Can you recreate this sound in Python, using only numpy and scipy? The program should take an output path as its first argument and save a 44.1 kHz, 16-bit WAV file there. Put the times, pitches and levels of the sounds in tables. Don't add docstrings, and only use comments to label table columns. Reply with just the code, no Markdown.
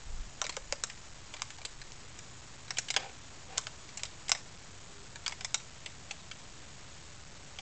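import sys
import numpy as np
from scipy import signal
from scipy.fft import rfft, irfft
from scipy.io import wavfile

SR = 44100
rng = np.random.default_rng(int(sys.argv[2]) if len(sys.argv) > 2 else 0)


def inscribe(sig):
    pcm = np.round(np.clip(np.atleast_2d(sig).T, -1, 1) * 32767)
    wavfile.write(sys.argv[1], SR, pcm.astype(np.int16))


def volts_from_decibels(level):
    exponent = np.asarray(level, float) / 20
    return 10 ** exponent


N = 335601

# f/Hz, density level/dB
TRAFFIC_SPECTRUM = [(12, -13), (50, -9.5), (140, -9.5), (220, -17), (400, -21.5), (1000, -22),
                    (3000, -27.5), (8000, -33)]
# t/s, level/dB
DRONE_LEVEL = [(0.0, -72.5), (1.06, -77.5), (1.21, -62), (2.71, -61.5), (3.37, -76), (4.09, -66.5),
               (4.4, -73.5), (5.15, -61.5), (6.0, -72.5), (7.61, -65)]
# t/s, drone level/dB, insect level/dB
PASSING_LEVELS = [(0, -90, -73), (1.5, -90, -71), (4.4, -88, -72), (4.75, -71, -80), (5.3, -71, -86),
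                  (5.6, -88, -86), (7.61, -90, -86)]
# f/Hz, width/Hz
PASSING_BANDS = [
    [(124, 8)],
    [(400, 13)],
    [(6930, 45), (7015, 49)],
]
# f/Hz, width/Hz, level/dB
STEADY_BANDS = [
    (78.52, 12, -68),
    (6975, 900, -67),
]
# t/s, level/dB
BREEZE = [(0.0, -53.5), (.08, -42.5), (.21, -42), (.38, -57), (1.7, -59.5), (2.3, -70), (4.0, -65),
          (4.45, -55), (4.7, -65.5), (7.61, -66)]
# f/Hz, level/dB
WHINE_TONES = [(7677, -73), (7709, -72), (7736, -81.5)]

# f/Hz, width/Hz, level/dB
CAVITY_MODES = [(524, 39, 5.5), (769, 50, 8.5)]
# f/Hz, width/Hz, level/dB
BOARD_MODES = [(726, 240, -6.5), (1142, 350, -3.5), (1550, 410, 0.5), (2164, 270, -3), (2358, 320, -2.5)]
# f/Hz, width/Hz, level/dB
BARK_MODES = [(3068, 500, -9.5), (3734, 310, 3.5), (4040, 1000, -8), (4975, 450, 4.5), (6170, 200, -8),
              (6770, 500, 2), (7390, 700, -1)]

# t/s, peak level/dB, board level/dB, board f/Hz, beak f/Hz
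JAB_BLOWS = [(.416, -13.5, -19.5, 1090, 6340), (0.466, -19.5, -12, 1990, 6900),
             (.567, -18, -15.5, 1840, 7450), (0.7241, -15, -12.5, 2250, 6900),
             (0.837, -12.5, -15.5, 2830, 6930), (1.4192, -15.5, -12.5, 1355, 6800),
             (3.5799, -8.5, -31, 1080, 6860), (3.6687, -20.5, -13, 1900, 3470),
             (4.0337, -16.5, -16, 2010, 6980), (1.9198, -28, -40, 1690, 6600),
             (4.3173, -4, -17, 1550, 5800), (5.2793, -15, -17, 1144, 6820), (5.2951, -32.5, -9, 2400, 6910)]
# t/s, peak level/dB, board level/dB, beak f/Hz
DIG_BLOWS = [(.494, -21.5, -14, 4650), (0.8988, -30, -8, 3050), (1.3387, -28, -12, 3160),
             (1.6509, -19, -33.5, 3760), (2.189, -33.5, -13, 7100), (2.706, -22.5, -9.5, 5740),
             (2.8859, -28, -28, 3300), (2.903, -13.5, -16, 4940), (2.9406, -21.5, -11, 3740),
             (2.9634, -11.5, -12, 2990), (3.5745, -23.5, -15, 3670), (4.0526, -27, -20, 3720),
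             (4.282, -27, -14, 3830), (4.2936, -15.5, -13, 7160), (4.349, -32, -2.5, 5800),
             (5.2623, -19, -14, 3400), (5.3219, -28.5, -9, 3420), (5.4083, -27.5, -11.5, 2590),
             (5.4462, -20, -13.5, 7330), (5.5431, -10, -18.5, 5780), (5.8604, -23.5, -15.5, 3200),
             (6.109, -24.5, -13, 3070), (6.3132, -28, -14, 3090), (7.5865, -29.5, -8, 3140)]
# t/s, peak level/dB, beak f/Hz
SCRAPE_BLOWS = [
    (0.4408, -27.5, 4820),
    (2.77, -25, 2960),
    (2.7842, -14, 6460),
    (3.9723, -27.5, 7100),
]
# t/s, peak level/dB
NIBBLE_BLOWS = [(.5242, -36), (0.541, -40), (0.9142, -39.5), (0.975, -40.5), (1.3662, -36.5), (1.395, -37),
                (0.451, -29), (1.504, -29.5), (1.5847, -36), (1.616, -34), (1.8158, -32), (2.8836, -33),
                (3.0425, -39), (3.8898, -35.5), (3.9942, -32.5), (5.1573, -31), (5.3095, -36), (5.602, -42),
                (2.6806, -37.5), (3.603, -40)]
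# t/s, peak level/dB, f/Hz
CAVITY_BOOMS = [(.416, -30, 1053), (.442, -38, 565), (.492, -33.5, 960), (.568, -33, 544), (.723, -30, 565),
                (.836, -37, 543), (1.341, -44, 780), (1.586, -48, 750), (1.654, -44, 530),
                (2.938, -51, 840), (2.965, -29.5, 762), (3.044, -41.5, 780), (3.579, -32, 1050),
                (3.669, -42, 755), (4.036, -40.5, 810), (4.292, -41, 790), (4.319, -31.5, 688),
                (5.295, -45, 916), (5.263, -44, 990), (5.321, -42, 880), (5.41, -47, 764),
                (5.86, -47.5, 737), (6.11, -47, 800), (5.545, -40.5, 870), (4.352, -38.5, 820),
                (7.589, -44, 774)]
# t/s, level/dB
HOOK_RUBS = [
    [(2.985, -50), (2.989, -44.5), (3.099, -53), (3.111, -63), (3.13, -72)],
    [(3.48, -67), (3.505, -50.5), (3.575, -49)],
]
# t/s, f/Hz, level/dB
BIRD_WHISTLE = [(6.188, 4080, -66), (6.198, 3950, -62), (6.213, 3620, -64), (6.228, 3250, -68)]
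# delay t/s, level/dB, smear t/s
REFLECTIONS = [
    (.0055, -14, 0.0032),
    (0.0309, -21.5, .005),
    (0.054, -24.5, .008),
]

TRAFFIC_DB, HISS_DB = -55.5, -60.5
GUST_DB, GUST_HZ = 3.5, 1.5
JAB_CRUNCH_DB, DIG_CRUNCH_DB, SCRAPE_CRUNCH_DB, NIBBLE_CRUNCH_DB = -13, -0.5, 9, -2
SUET_BOARD_HZ, SCRAPE_BOARD_DB = 2060, -15.5
NIBBLE_BOARD_DB, NIBBLE_BOARD_HZ, NIBBLE_BEAK_HZ = -10.5, 1740, 3940
BOOM_CYCLES = 24
GARDEN_T60_S, GARDEN_DB = 0.37, -20
STEP, OFFSET = 0.00553, 0.06


def level(x, db):
    return x * volts_from_decibels(db) / np.sqrt(np.mean(x ** 2))


def ring(x, hz, width_hz):
    b, a = signal.iirpeak(min(hz, SR / 2.2), hz / width_hz, fs=SR)
    return signal.lfilter(b, a, x)


def curve(rows, column=1):
    rows = np.array(rows)
    return np.interp(np.arange(N) / SR, rows[:, 0], rows[:, column])


def walk(rate_hz):
    lowpass = signal.butter(2, rate_hz, fs=SR, output="sos")
    settled = signal.sosfilt(lowpass, rng.standard_normal(N + SR))[SR:]
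    return level(settled, 0)


def narrow(hz, width_hz):
    once = ring(rng.standard_normal(N), hz, width_hz)
    return level(ring(once, hz, width_hz), 0) * volts_from_decibels(1.4 * walk(2.5))


def distance():
    hz, db = np.transpose(TRAFFIC_SPECTRUM)
    bins = np.fft.rfftfreq(N, 1 / SR)
    shape = volts_from_decibels(np.interp(np.log(bins + 1), np.log(hz), db))
    wash = irfft(rfft(rng.standard_normal(N)) * shape, N)
    out = level(wash, TRAFFIC_DB) * volts_from_decibels(0.75 * walk(1.0))
    levels = curve(DRONE_LEVEL), curve(PASSING_LEVELS), curve(PASSING_LEVELS, column=2)
    for db, bands in zip(levels, PASSING_BANDS):
        for hz, width in bands:
            out = out + volts_from_decibels(db) * narrow(hz, width)
    for hz, width, db in STEADY_BANDS:
        out = out + volts_from_decibels(db) * narrow(hz, width)
    breeze_db = curve(BREEZE) - 2.5 + GUST_DB * walk(GUST_HZ)
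    return out + narrow(22.0, 25.0) * volts_from_decibels(breeze_db)


def whine():
    t = np.arange(N) / SR
    return sum(np.sqrt(2) * volts_from_decibels(db) * np.sin(2 * np.pi * hz * t) for hz, db in WHINE_TONES)


def hiss():
    return volts_from_decibels(HISS_DB) * rng.standard_normal(N)


def blows():
    rows = [(*row, JAB_CRUNCH_DB) for row in JAB_BLOWS]
    for s, db, board_db, hz in DIG_BLOWS:
        rows.append((s, db, board_db, SUET_BOARD_HZ, hz, DIG_CRUNCH_DB))
    for s, db, hz in SCRAPE_BLOWS:
        rows.append((s, db, SCRAPE_BOARD_DB, SUET_BOARD_HZ, hz, SCRAPE_CRUNCH_DB))
    for s, db in NIBBLE_BLOWS:
        rows.append((s, db, NIBBLE_BOARD_DB, NIBBLE_BOARD_HZ, NIBBLE_BEAK_HZ, NIBBLE_CRUNCH_DB))
    return rows


def body(push, modes, chance, scatter_db):
    out = 0
    for k, ((hz, width, db), (share, detune)) in enumerate(zip(modes, chance)):
        mode = ring(push, hz * (1 + 0.029 * detune), width) / np.sqrt(width)
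        out = out + volts_from_decibels(db + scatter_db * share) * (-1) ** k * mode
    return out / np.abs(out).max()


def taps():
    out, size = np.zeros(N + SR), SR // 8
    t = np.arange(size) / SR
    crack = t / 0.0004 * np.exp(1 - t / 0.0004)
    crunch = (1 - np.exp(-t / 0.0014)) * np.exp(-t / 0.0049)
    rows = blows()
    noise = rng.standard_normal((len(rows), size))
    chance = rng.standard_normal((len(rows), 16, 2))
    for (s, db, board_db, board_hz, beak_hz, crunch_db), grit, c in zip(rows, noise, chance):
        push = grit * (0.33 * crack + volts_from_decibels(crunch_db) * crunch)
        push[size // 300] += 4.5
        beak = ring(push, beak_hz, 900.0) + 0.33 * ring(push, 5600.0, 9000.0)
        bright = beak / np.abs(beak).max() + 0.5 * body(push, BARK_MODES, c[8:], 2.4)
        bright = bright / np.abs(bright).max()
        wood = body(push, BOARD_MODES + [(board_hz, 450, 4)], c, 2.9)
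        i = int(s * SR)
        out[i:i + size] += volts_from_decibels(db) * (bright + volts_from_decibels(board_db + 4) * wood)
    return out[:N]


def booms():
    out, t = np.zeros(N + SR), np.arange(SR // 6) / SR
    noise = rng.standard_normal((len(CAVITY_BOOMS), len(t)))
    for (s, db, hz), grit in zip(CAVITY_BOOMS, noise):
        push = grit * t * np.exp(-t / 0.002)
        hum = ring(push, hz, np.log(1000) / np.pi * hz / BOOM_CYCLES)
        rattle = grit * np.exp(-t / 0.0087)
        blur = ring(ring(rattle, 780.0, 800.0), 780.0, 800.0)
        i = int((s + 0.00065) * SR)
        out[i:i + len(t)] += volts_from_decibels(db - 2) * (hum / np.abs(hum).max() + 0.78 * blur / np.abs(blur).max())
    return out[:N]


def sway():
    slips = rng.standard_normal(N) * volts_from_decibels(2.9 * walk(90) - 2)
    hum = 0
    for hz, width, db in CAVITY_MODES + BOARD_MODES:
        hum = hum + volts_from_decibels(db) * ring(slips, hz, width) / np.sqrt(width)
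    t = np.arange(N) / SR
    swing = sum(volts_from_decibels(curve(rub)) * (t > rub[0][0]) * (t < rub[-1][0]) for rub in HOOK_RUBS)
    return level(hum, 0) * swing


def chirp():
    t = np.arange(N) / SR
    gate = (t > BIRD_WHISTLE[0][0]) * (t < BIRD_WHISTLE[-1][0])
    phase = 2 * np.pi * np.cumsum(curve(BIRD_WHISTLE)) / SR
    return np.sqrt(2) * gate * volts_from_decibels(curve(BIRD_WHISTLE, column=2)) * np.sin(phase)


def garden():
    t = np.arange(SR // 2) / SR
    decay = np.log(1e6) / GARDEN_T60_S * volts_from_decibels(-120 * t / GARDEN_T60_S)
    power = volts_from_decibels(2 * GARDEN_DB) * decay * np.clip(t / 0.0099, 0, 1)
    for delay, db, smear in REFLECTIONS:
        power = power + volts_from_decibels(2 * db) / smear * np.exp(-np.abs(t - delay) / smear) * (t > delay)
    response = np.sqrt(power / SR) * rng.standard_normal(len(t))
    response[0] = 1
    return response


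def scene():
    feeder = taps() + booms() + sway()
    near = signal.fftconvolve(feeder, garden())[:N]
    return (near + chirp() + distance() + whine() + hiss())[None]


def low_pass(x):
    return signal.sosfilt(signal.butter(12, 9420, fs=SR, output="sos"), x)


def record(dry):
    leaky = signal.firwin(16 * 441 + 1, 1.12 / 441)
    slow = signal.resample_poly(dry, 160, 441, axis=1, window=leaky)
    steps = STEP * np.floor(slow / STEP + OFFSET)
    smooth = signal.firwin(32 * 441 + 1, 1.0 / 441, window=("kaiser", 9))
    wide = signal.resample_poly(steps, 441, 160, axis=1, window=smooth)[:, :N]
    return low_pass(wide)


dry = scene()
out = record(dry)
inscribe(out)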